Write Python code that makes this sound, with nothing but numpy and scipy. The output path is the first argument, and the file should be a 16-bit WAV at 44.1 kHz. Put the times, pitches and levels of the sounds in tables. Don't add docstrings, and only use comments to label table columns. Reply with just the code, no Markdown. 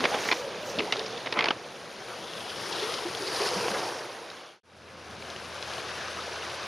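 import sys
import numpy as np
from scipy import signal
from scipy.fft import rfft, irfft, next_fast_len
from scipy.io import wavfile
from scipy.ndimage import uniform_filter1d, map_coordinates

SR = 44100
rng = np.random.default_rng(int(sys.argv[2]) if len(sys.argv) > 2 else 0)


def dump(signal):
    limited = np.clip(np.atleast_2d(signal).T, -1, 1)
    pcm = np.round(limited * 32767).astype(np.int16)
    wavfile.write(sys.argv[1], SR, pcm)


N = 294130
TIME = np.arange(N) / SR


def undb(db):
    return 10 ** (np.asarray(db) / 20)


def unit(x):
    return x / np.sqrt(np.mean(x ** 2))


def add(out, start_s, x):
    i = max(int(start_s * SR), 0)
    out[i:i + len(x)] += x[:max(len(out) - i, 0)]


def stereo(mid, side):
    return np.array([mid + side, mid - side])


def colour(x, spectrum):
    size = 2 * next_fast_len(len(x))
    hz, db = np.transpose(spectrum)
    bins_hz = np.maximum(np.fft.rfftfreq(size, 1 / SR), 1)
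    gain = undb(np.interp(np.log(bins_hz), np.log(hz), db))
    cepstrum = irfft(np.log(gain))
    cepstrum[1:size // 2] *= 2
    cepstrum[size // 2 + 1:] = 0
    return irfft(rfft(x, size) * np.exp(rfft(cepstrum)))[:len(x)]


def band(x, low_hz, high_hz):
    size = next_fast_len(N)
    hz = np.fft.rfftfreq(size, 1 / SR)
    gain = 1 / (1 + (hz / high_hz) ** 10) - 1 / (1 + (hz / low_hz) ** 10)
    return irfft(rfft(x, size) * gain, size)[:N]


def wander(rate_hz):
    step = int(SR / rate_hz)
    held = np.repeat(rng.standard_normal(N // step + 1), step)
    return unit(uniform_filter1d(uniform_filter1d(held, step), step)[:N])


# pitch_hz, level_db
ENGINE_PARTIALS = [(83.7, -57), (120, -63.5), (208, -70.5)]


def boat(waver=0.0258, throb_db=1.5):
    out = 0
    for hz, db in ENGINE_PARTIALS:
        phase = 2 * np.pi * np.cumsum(hz * (1 + waver * wander(12))) / SR
        throb = undb(throb_db * wander(20))
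        out = out + unit(np.sin(phase) * throb) * undb(db)
    return out


# frequency_hz, gain_db
WIND_SPECTRUM = [(20, -20.5), (45, -21.5), (65, -12.5), (90, -6.5), (120, -0.5), (160, -3), (200, 0),
                 (260, -5), (400, -8), (900, -73)]
# time_s, relative_level_db
NEAR_GUSTS = [(0.0, -51), (0.42, -58), (0.78, -53), (1.39, -57.5), (1.46, -50.5), (1.6, -60), (2.8, -56),
              (2.84, -59), (3.04, -56.5), (3.42, -53.5), (3.86, -51.5), (3.9, -58.5), (4.23, -66),
              (4.3, -65)]


def wind(level_db, flutter_db=1, side_db=-13):
    mid, side = (unit(colour(rng.standard_normal(N), WIND_SPECTRUM)) for _ in range(2))
    return stereo(mid, side * undb(side_db)) * undb(level_db + flutter_db * wander(17))


def bubble(hz, ring_s, glide, attack_s):
    t = np.arange(int(6 * ring_s * SR) + 2) / SR
    phase = 2 * np.pi * np.cumsum(hz * (1 + glide * t / ring_s)) / SR
    return np.sin(phase) * np.exp(-t / ring_s) * (1 - np.exp(-t / attack_s))


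def bubble_cloud(count, low_hz, high_hz, ring_cycles, spread_db, glide):
    out = np.zeros(N)
    for when, pitch, rarity in rng.random((count, 3)):
        hz = low_hz + (high_hz - low_hz) * pitch ** 2
        tilt = hz ** .75
        gain = undb(-spread_db * np.log(max(rarity, .004))) * tilt
        add(out, when * N / SR, gain * bubble(hz, ring_cycles / hz, glide, attack_s=1 / hz / 2))
    return unit(out)


def impact(length_s, body_db, ring_hz, ring_db=6, spatter_db=-20, spatter_s=0.024, side_db=-17):
    t = np.arange(SR // 12) / SR
    contact = 1 - np.exp(-14 * t / length_s)
    decay = np.exp(-(t / length_s) ** 2) + undb(spatter_db) * np.exp(-t / spatter_s)
    bright_db = -9.5 + 12.5 * np.log2(ring_hz / 1990)
    spectrum = [(50, body_db - 28), (240, body_db + 1), (800, body_db + 2), (1900, -0.81), (3100, -1.0),
                (5200, bright_db), (7600, bright_db - 24), (14000, bright_db - 44)]
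    bursts = np.array([colour(rng.standard_normal(len(t)) * contact * decay, spectrum) for _ in range(2)])
    ring = signal.lfilter(*signal.iirpeak(ring_hz, Q=4, fs=SR), bursts)
    bursts = bursts + undb(ring_db) * ring
    energy = np.sum(bursts ** 2, axis=1, keepdims=True)
    mid, side = bursts * np.sqrt(length_s * SR / energy)
    return stereo(mid, undb(side_db) * side)


def drips(foam, count=70, top_db=1.5, scatter_db=11, low_hz=3000, high_hz=5600):
    out = np.zeros((2, N))
    for when, pitch, softness in rng.random((count, 3)):
        gain = foam[int(when * N)] * undb(top_db - scatter_db * softness)
        hz = low_hz * (high_hz / low_hz) ** pitch
        for channel, burst in zip(out, impact(length_s=0.0011, body_db=-1, ring_hz=hz)):
            add(channel, when * N / SR, gain * burst)
    return out


# arrival_s, rise_s, hold_s, fall_s, splash_db,
# gurgle_over_splash_db, foam_over_splash_db, spray_over_foam_db
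WAVES = [(0.0, .1, 0.29, 0.13, -37, 0.5, -2, -15), (0.85, 0.86, 0.17, 0.55, -43.5, 3.5, 0, -16.5),
         (1.364, 0.032, 0.11, 0.045, -38, 0.5, -28, -44), (2.065, 0.27, 0.12, 0.27, -50, 4, 1, -15),
         (2.81, 0.44, 0.08, 0.31, -39.5, -2.5, -2.5, -8.5),
         (3.417, 0.28, 0.057, 0.17, -35.5, -2.5, -1, -10), (3.565, 0.094, 0.23, 0.28, -37, 0, -3, -12),
         (5.798, 0.69, 0.8, .9, -42, -4.5, -0.5, -14.5)]


def surf_envelopes(calm_db):
    power = undb(np.array(calm_db))[:, None] ** 2
    for arrival_s, rise_s, hold_s, fall_s, splash_db, gurgle_db, foam_db, spray_db in WAVES:
        rise = np.maximum(arrival_s - TIME, 0) / rise_s
        fall = np.maximum(TIME - arrival_s - hold_s, 0) / fall_s
        peaks = undb(splash_db + np.array([gurgle_db, 0, foam_db, foam_db + spray_db]))
        power = power + np.outer(peaks, np.exp(-rise - fall)) ** 2
    return np.sqrt(power)


# frequency_hz, gain_db
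NEAR_HEARD_TONE = [(120, -49.5), (200, -12), (267, -5.5), (383, -5), (480, 1), (734, -4), (864, -5.5),
                   (1850, -10.5), (2020, -12), (4980, -16.5), (6900, -20.5), (7690, -32.5), (9210, -18.5),
                   (10600, -21), (15000, -45)]
FAR_HEARD_TONE = [(120, -35), (200, -20), (260, -11), (350, -5.5), (510, -1), (780, -2), (1050, -0.5),
                  (1240, 0.5), (1340, -1), (1600, 0), (1900, -5), (2500, -4), (2740, -4), (2950, -4.5),
                  (4980, -7.5), (6190, -12), (7970, -29), (10100, -25), (15000, -54)]
# frequency_hz, side_over_mid_db
WASH_WIDTH = [(60, -3), (150, -8), (380, -20), (1200, -12.5), (4400, -15), (6500, -14), (8500, -6.5),
              (14000, 0.5)]
BAND_EDGES = [240, 750, 2200, 7500, 20000]


def wash(tone, calm_db, bubble_count, spread_db, bubbles_db, slosh_db, flicker_db, drops_db=-13):
    bubbles = bubble_cloud(bubble_count, 330.7, 6513, ring_cycles=6.1, spread_db=spread_db, glide=0.021)
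    drops = bubble_cloud(2500, 1385, 5800, ring_cycles=0.52, spread_db=2.5, glide=0)
    mid = colour(rng.standard_normal(N) + undb(bubbles_db) * bubbles + undb(drops_db) * drops, tone)
    source_rms = np.sqrt(1 + undb(2 * bubbles_db) + undb(2 * drops_db))
    side = source_rms * colour(colour(rng.standard_normal(N), WASH_WIDTH), tone)
    gurgle, splash, foam, spray = surf_envelopes(calm_db)
    slosh = slosh_db * wander(22.2)
    flicker = flicker_db * wander(50)
    envelopes = [gurgle * undb(slosh), splash * undb(slosh), foam * undb(slosh / 2), spray * undb(flicker)]
    out = drips(foam)
    for low_hz, high_hz, envelope in zip(BAND_EDGES, BAND_EDGES[1:], envelopes):
        mid_band, side_band = band(mid, low_hz, high_hz), band(side, low_hz, high_hz)
        out = out + stereo(mid_band, side_band) / np.std(mid_band) * envelope
    return out


def swarms(events, shape, side_db, spurt_db, spurt_hz, drift):
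    out = np.zeros((2, N))
    spurts = unit(undb(spurt_db * wander(spurt_hz)))
    pitch_ratio = 1 + drift * wander(9)
    for middle_s, half_length_s, db, hz in events:
        swell = np.exp(-((TIME - middle_s) / half_length_s) ** 2)
        alive = swell > .003
        spectrum = [(hz * ratio, gain_db) for ratio, gain_db in shape]
        noises = [colour(noise[alive], spectrum) for noise in rng.standard_normal((2, N))]
        position = np.cumsum(pitch_ratio[alive])
        mid, side = (unit(map_coordinates(noise, [position], mode="mirror")) for noise in noises)
        out[:, alive] += stereo(mid, side * undb(side_db)) * undb(db) * swell[alive]
    return out * spurts


# middle_s, half_length_s, level_db, centre_hz
FOAM_SHEETS = [(0.09, 0.51, -50, 3580), (0.28, 0.13, -43.5, 6060), (.29, 0.12, -58, 13500),
               (0.7, 0.06, -46.5, 6150), (.69, .07, -61, 13400), (1.09, 0.2, -48.5, 3770),
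               (1.41, 0.054, -35.5, 2270), (2.45, 0.26, -45.5, 3330), (2.84, 0.22, -42, 3400),
               (2.83, 0.42, -44.5, 5210), (2.85, .2, -43.5, 4050), (3.41, 0.23, -38, 4940),
               (3.66, 0.35, -43, 5460), (4.43, 0.081, -52.5, 3260)]
# ratio_to_centre, gain_db
FOAM_SPECTRUM = [(.5, -51.5), (.8, 3), (1, 9), (1.25, -4), (2.6, -30), (4, -51)]


def foam_sizzle():
    return swarms(FOAM_SHEETS, FOAM_SPECTRUM, side_db=-20.5, spurt_db=2.5, spurt_hz=110, drift=0.025)


# middle_s, half_length_s, level_db, centre_hz
GURGLES = [(.05, 0.042, -35.5, 493), (.14, 0.024, -30, 770), (.325, 0.016, -31, 860),
           (.48, 0.081, -39.5, 516), (.69, 0.16, -40.5, 554), (.8, .035, -40.5, 250),
           (.82, 0.048, -37, 412), (1.01, 0.034, -42, 487), (1.385, .03, -35, 946), (1.44, 0.059, -42, 650),
           (2.12, .03, -45, 1330), (2.22, 0.0483, -46, 490), (2.78, 0.16, -44, 407),
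           (2.89, 0.064, -44, 1150), (2.84, .02, -38.5, 460), (3.26, 0.15, -41.5, 400),
           (3.45, 0.077, -33.5, 450), (3.65, 0.1615, -37.5, 465), (3.62, 0.13, -38, 950),
           (3.87, 0.083, -38, 874), (5.83, 0.073, -45.5, 427), (6.02, 0.064, -45, 1590),
           (6.2, 0.048, -46, 1220), (6.26, .1, -52, 500), (6.54, .08, -46.5, 570)]
# ratio_to_centre, gain_db
GURGLE_SPECTRUM = [(.4, -57), (.78, -8), (.92, -2.5), (1.08, -0.5), (1.28, -16), (3, -56)]


def gurgles():
    return swarms(GURGLES, GURGLE_SPECTRUM, side_db=-33, spurt_db=1.0, spurt_hz=32, drift=0.05)


# start_s, pitch_hz, relative_level_db, ring_s
AIR_POCKETS = [(0.0, 250, -25.5, 0.016), (.0545, 1720, -17, 0.0028), (.055, 2180, -23, .004),
               (.3145, 800, -20, .0035), (.3155, 4040, -18, .002), (.325, 2230, -22, .003),
               (.326, 4080, -25, .002), (.395, 485, -28.5, 0.022), (0.777, 560, -15.5, 0.0032),
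               (.779, 280, -24, .009), (.812, 388, -25, 0.013), (.908, 1950, -26, .002),
               (0.9238, 2450, -13, 0.0015), (.9245, 3650, -17.5, .0025), (.9248, 2040, -22, 0.0049),
               (.925, 715, -20, 0.0042), (0.979, 422, -28.5, 0.013), (1.391, 2070, -19, .003),
               (1.411, 1200, -16, 0.0022), (1.4445, 820, -21, 0.0027), (1.469, 925, -24, .003),
               (1.508, 1230, -16, .003), (1.508, 870, -19, 0.0036), (2.824, 410, -24, 0.017),
               (3.052, 337, -24, 0.018), (3.404, 395, -16, 0.0085), (3.56, 182, -24.5, 0.015),
               (3.705, 193, -27.5, 0.012), (3.826, 833, -26.5, 0.0089), (5.771, 1580, -38, .004),
               (5.783, 450, -36, 0.011), (6.188, 1220, -32, .007), (6.372, 630, -35, 0.0084),
               (6.4228, 2700, -32, .004), (6.4503, 1860, -30, .004)]


def gulps(gain_db=3, glide=0.036, attack_cycles=2.0):
    out = np.zeros(N)
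    for start_s, hz, db, ring_s in AIR_POCKETS:
        plop = bubble(hz, max(ring_s, 1 / hz), glide, attack_cycles / hz)
        add(out, start_s, undb(db + gain_db) * plop)
    return out


# start_s, level_db, length_s, body_db, ring_hz, ring_db
SLAPS = [(.005, -28, 0.0046, 12, 3640, 9), (0.039, -22, 0.0098, 5, 2470, 6),
         (0.0527, -18, 0.0049, -1.5, 1800, 2), (.142, -23.5, 0.0087, 1.5, 1090, -5),
         (0.187, -32, 0.0056, -7, 1500, 4), (0.256, -30, .003, 1, 1860, 4),
         (0.2867, -24, 0.0069, 1, 2050, 9), (0.3132, -19.5, 0.0066, -1, 2150, -5),
         (0.323, -21.5, 0.007, -1, 2180, -1), (0.7863, -26.5, 0.0041, -2, 3100, 12),
         (0.791, -25, 0.0093, 1, 2580, 11), (0.803, -27, 0.0056, 3, 2300, 13),
         (0.9237, -14.5, 0.0018, -14, 3000, -7), (0.927, -24.5, 0.0035, 0, 2500, -3),
         (.934, -30, 0.0055, -2, 2200, 7), (0.958, -28, 0.002, 14.5, 1490, 2),
         (.968, -31, 0.0025, -7, 4250, 12), (0.993, -30.5, 0.005, -12, 3560, 11),
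         (1.061, -35.5, 0.006, -2, 4730, -6), (1.176, -36.5, 0.0043, -8, 3500, 8),
         (1.26, -32, .007, 3, 2000, -7), (1.269, -30, 0.0085, 4, 2000, -1),
         (1.324, -25, 0.0068, 4.5, 2560, 0), (1.339, -31, 0.0025, 0, 3000, -2),
         (1.366, -28.5, 0.023, 6, 1200, 2), (1.389, -20, 0.005, 0.5, 2340, 11),
         (1.396, -27.5, .005, -1, 2000, 7), (1.407, -20.5, 0.0047, 3, 2370, 10),
         (1.424, -26.5, 0.0045, -4, 2290, 8), (1.441, -22, 0.0053, -2.5, 2400, 2),
         (1.4568, -22.5, 0.0035, -7, 2400, 9), (1.4665, -31, 0.0062, 5, 1940, 2),
         (1.475, -29, 0.0033, 4, 1500, 1), (1.4845, -20, 0.0048, -3, 2400, -6),
         (1.506, -20, 0.0052, -3, 1500, -1), (2.335, -35, 0.0028, -6, 3250, 8),
         (2.94, -30, 0.0019, -12, 4970, 17), (3.149, -29, .002, -8, 3330, 8),
         (3.222, -32, 0.0022, -13, 5200, 9), (3.347, -31, .003, -8, 5140, 8),
         (3.416, -32, .004, -4, 5130, 10), (3.434, -32, .004, -5, 5050, 6), (3.488, -29, .003, 2, 5100, 2),
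         (3.682, -23, 0.0023, 9, 2100, -5), (3.748, -20.5, 0.00078, 14, 1650, 11),
         (4.3005, -39, .003, -10, 4020, 7.5), (5.2226, -37, 0.0033, -5, 2400, 1),
         (5.301, -37.5, 0.003, -4, 4200, -5), (5.362, -34.5, .0025, -2, 2900, -3),
         (5.626, -30.5, 0.0022, -11, 3000, -2), (5.73, -42, 0.0032, -4, 2800, 5),
         (5.735, -35.5, .003, -4, 3800, 3), (5.781, -37, .003, -4, 3000, 3),
         (6.082, -37, .002, -2, 4600, 4), (6.237, -39, .002, -4, 4200, 2)]


def slaps():
    out = np.zeros((2, N))
    for start_s, db, length_s, body_db, ring_hz, ring_db in SLAPS:
        for channel, burst in zip(out, impact(length_s, body_db, ring_hz, ring_db)):
            add(channel, start_s, undb(db) * burst)
    return out


# time_s, left_over_right_db
WATER_BEARING = [(0, -0.5), (1.5, -0.5), (2.2, 2), (2.75, 4.5), (3.3, 1.5), (4.2, -0.5), (5.6, 2.5),
                 (6.6, 1)]


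def scene(fade_out_s=(4.39, 4.605), fade_in_s=(4.632, 5.27)):
    near = wash(NEAR_HEARD_TONE, calm_db=[-50.5, -49, -51, -69], bubble_count=12000,
                spread_db=1.47, bubbles_db=-5, slosh_db=0.22, flicker_db=1.5)
    far = wash(FAR_HEARD_TONE, calm_db=[-49, -50, -55, -65], bubble_count=9000,
               spread_db=1.5, bubbles_db=-8.5, slosh_db=0.56, flicker_db=1.4)
    gusts = wind(level_db=np.interp(TIME, *np.transpose(NEAR_GUSTS)) + 5)
    bubbling = foam_sizzle() + gurgles()
    bearing_db = np.interp(TIME, *np.transpose(WATER_BEARING))
    pan = undb([bearing_db / 2, -bearing_db / 2])
    fade_out = np.interp(TIME, fade_out_s, [1, 0]) ** 0.97
    fade_in = np.interp(TIME, fade_in_s, [0, 1]) ** 0.6
    first_shore = fade_out * (pan * near + gusts)
    second_shore = fade_in * (pan * far + wind(level_db=-53) + boat())
    return first_shore + second_shore + bubbling + gulps() + pan * slaps()


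def record(dry):
    cutoff_hz = 15300
    return signal.sosfilt(signal.ellip(8, .2, 70, cutoff_hz, fs=SR, output="sos"), dry)


dry = scene()
out = record(dry)
dump(out)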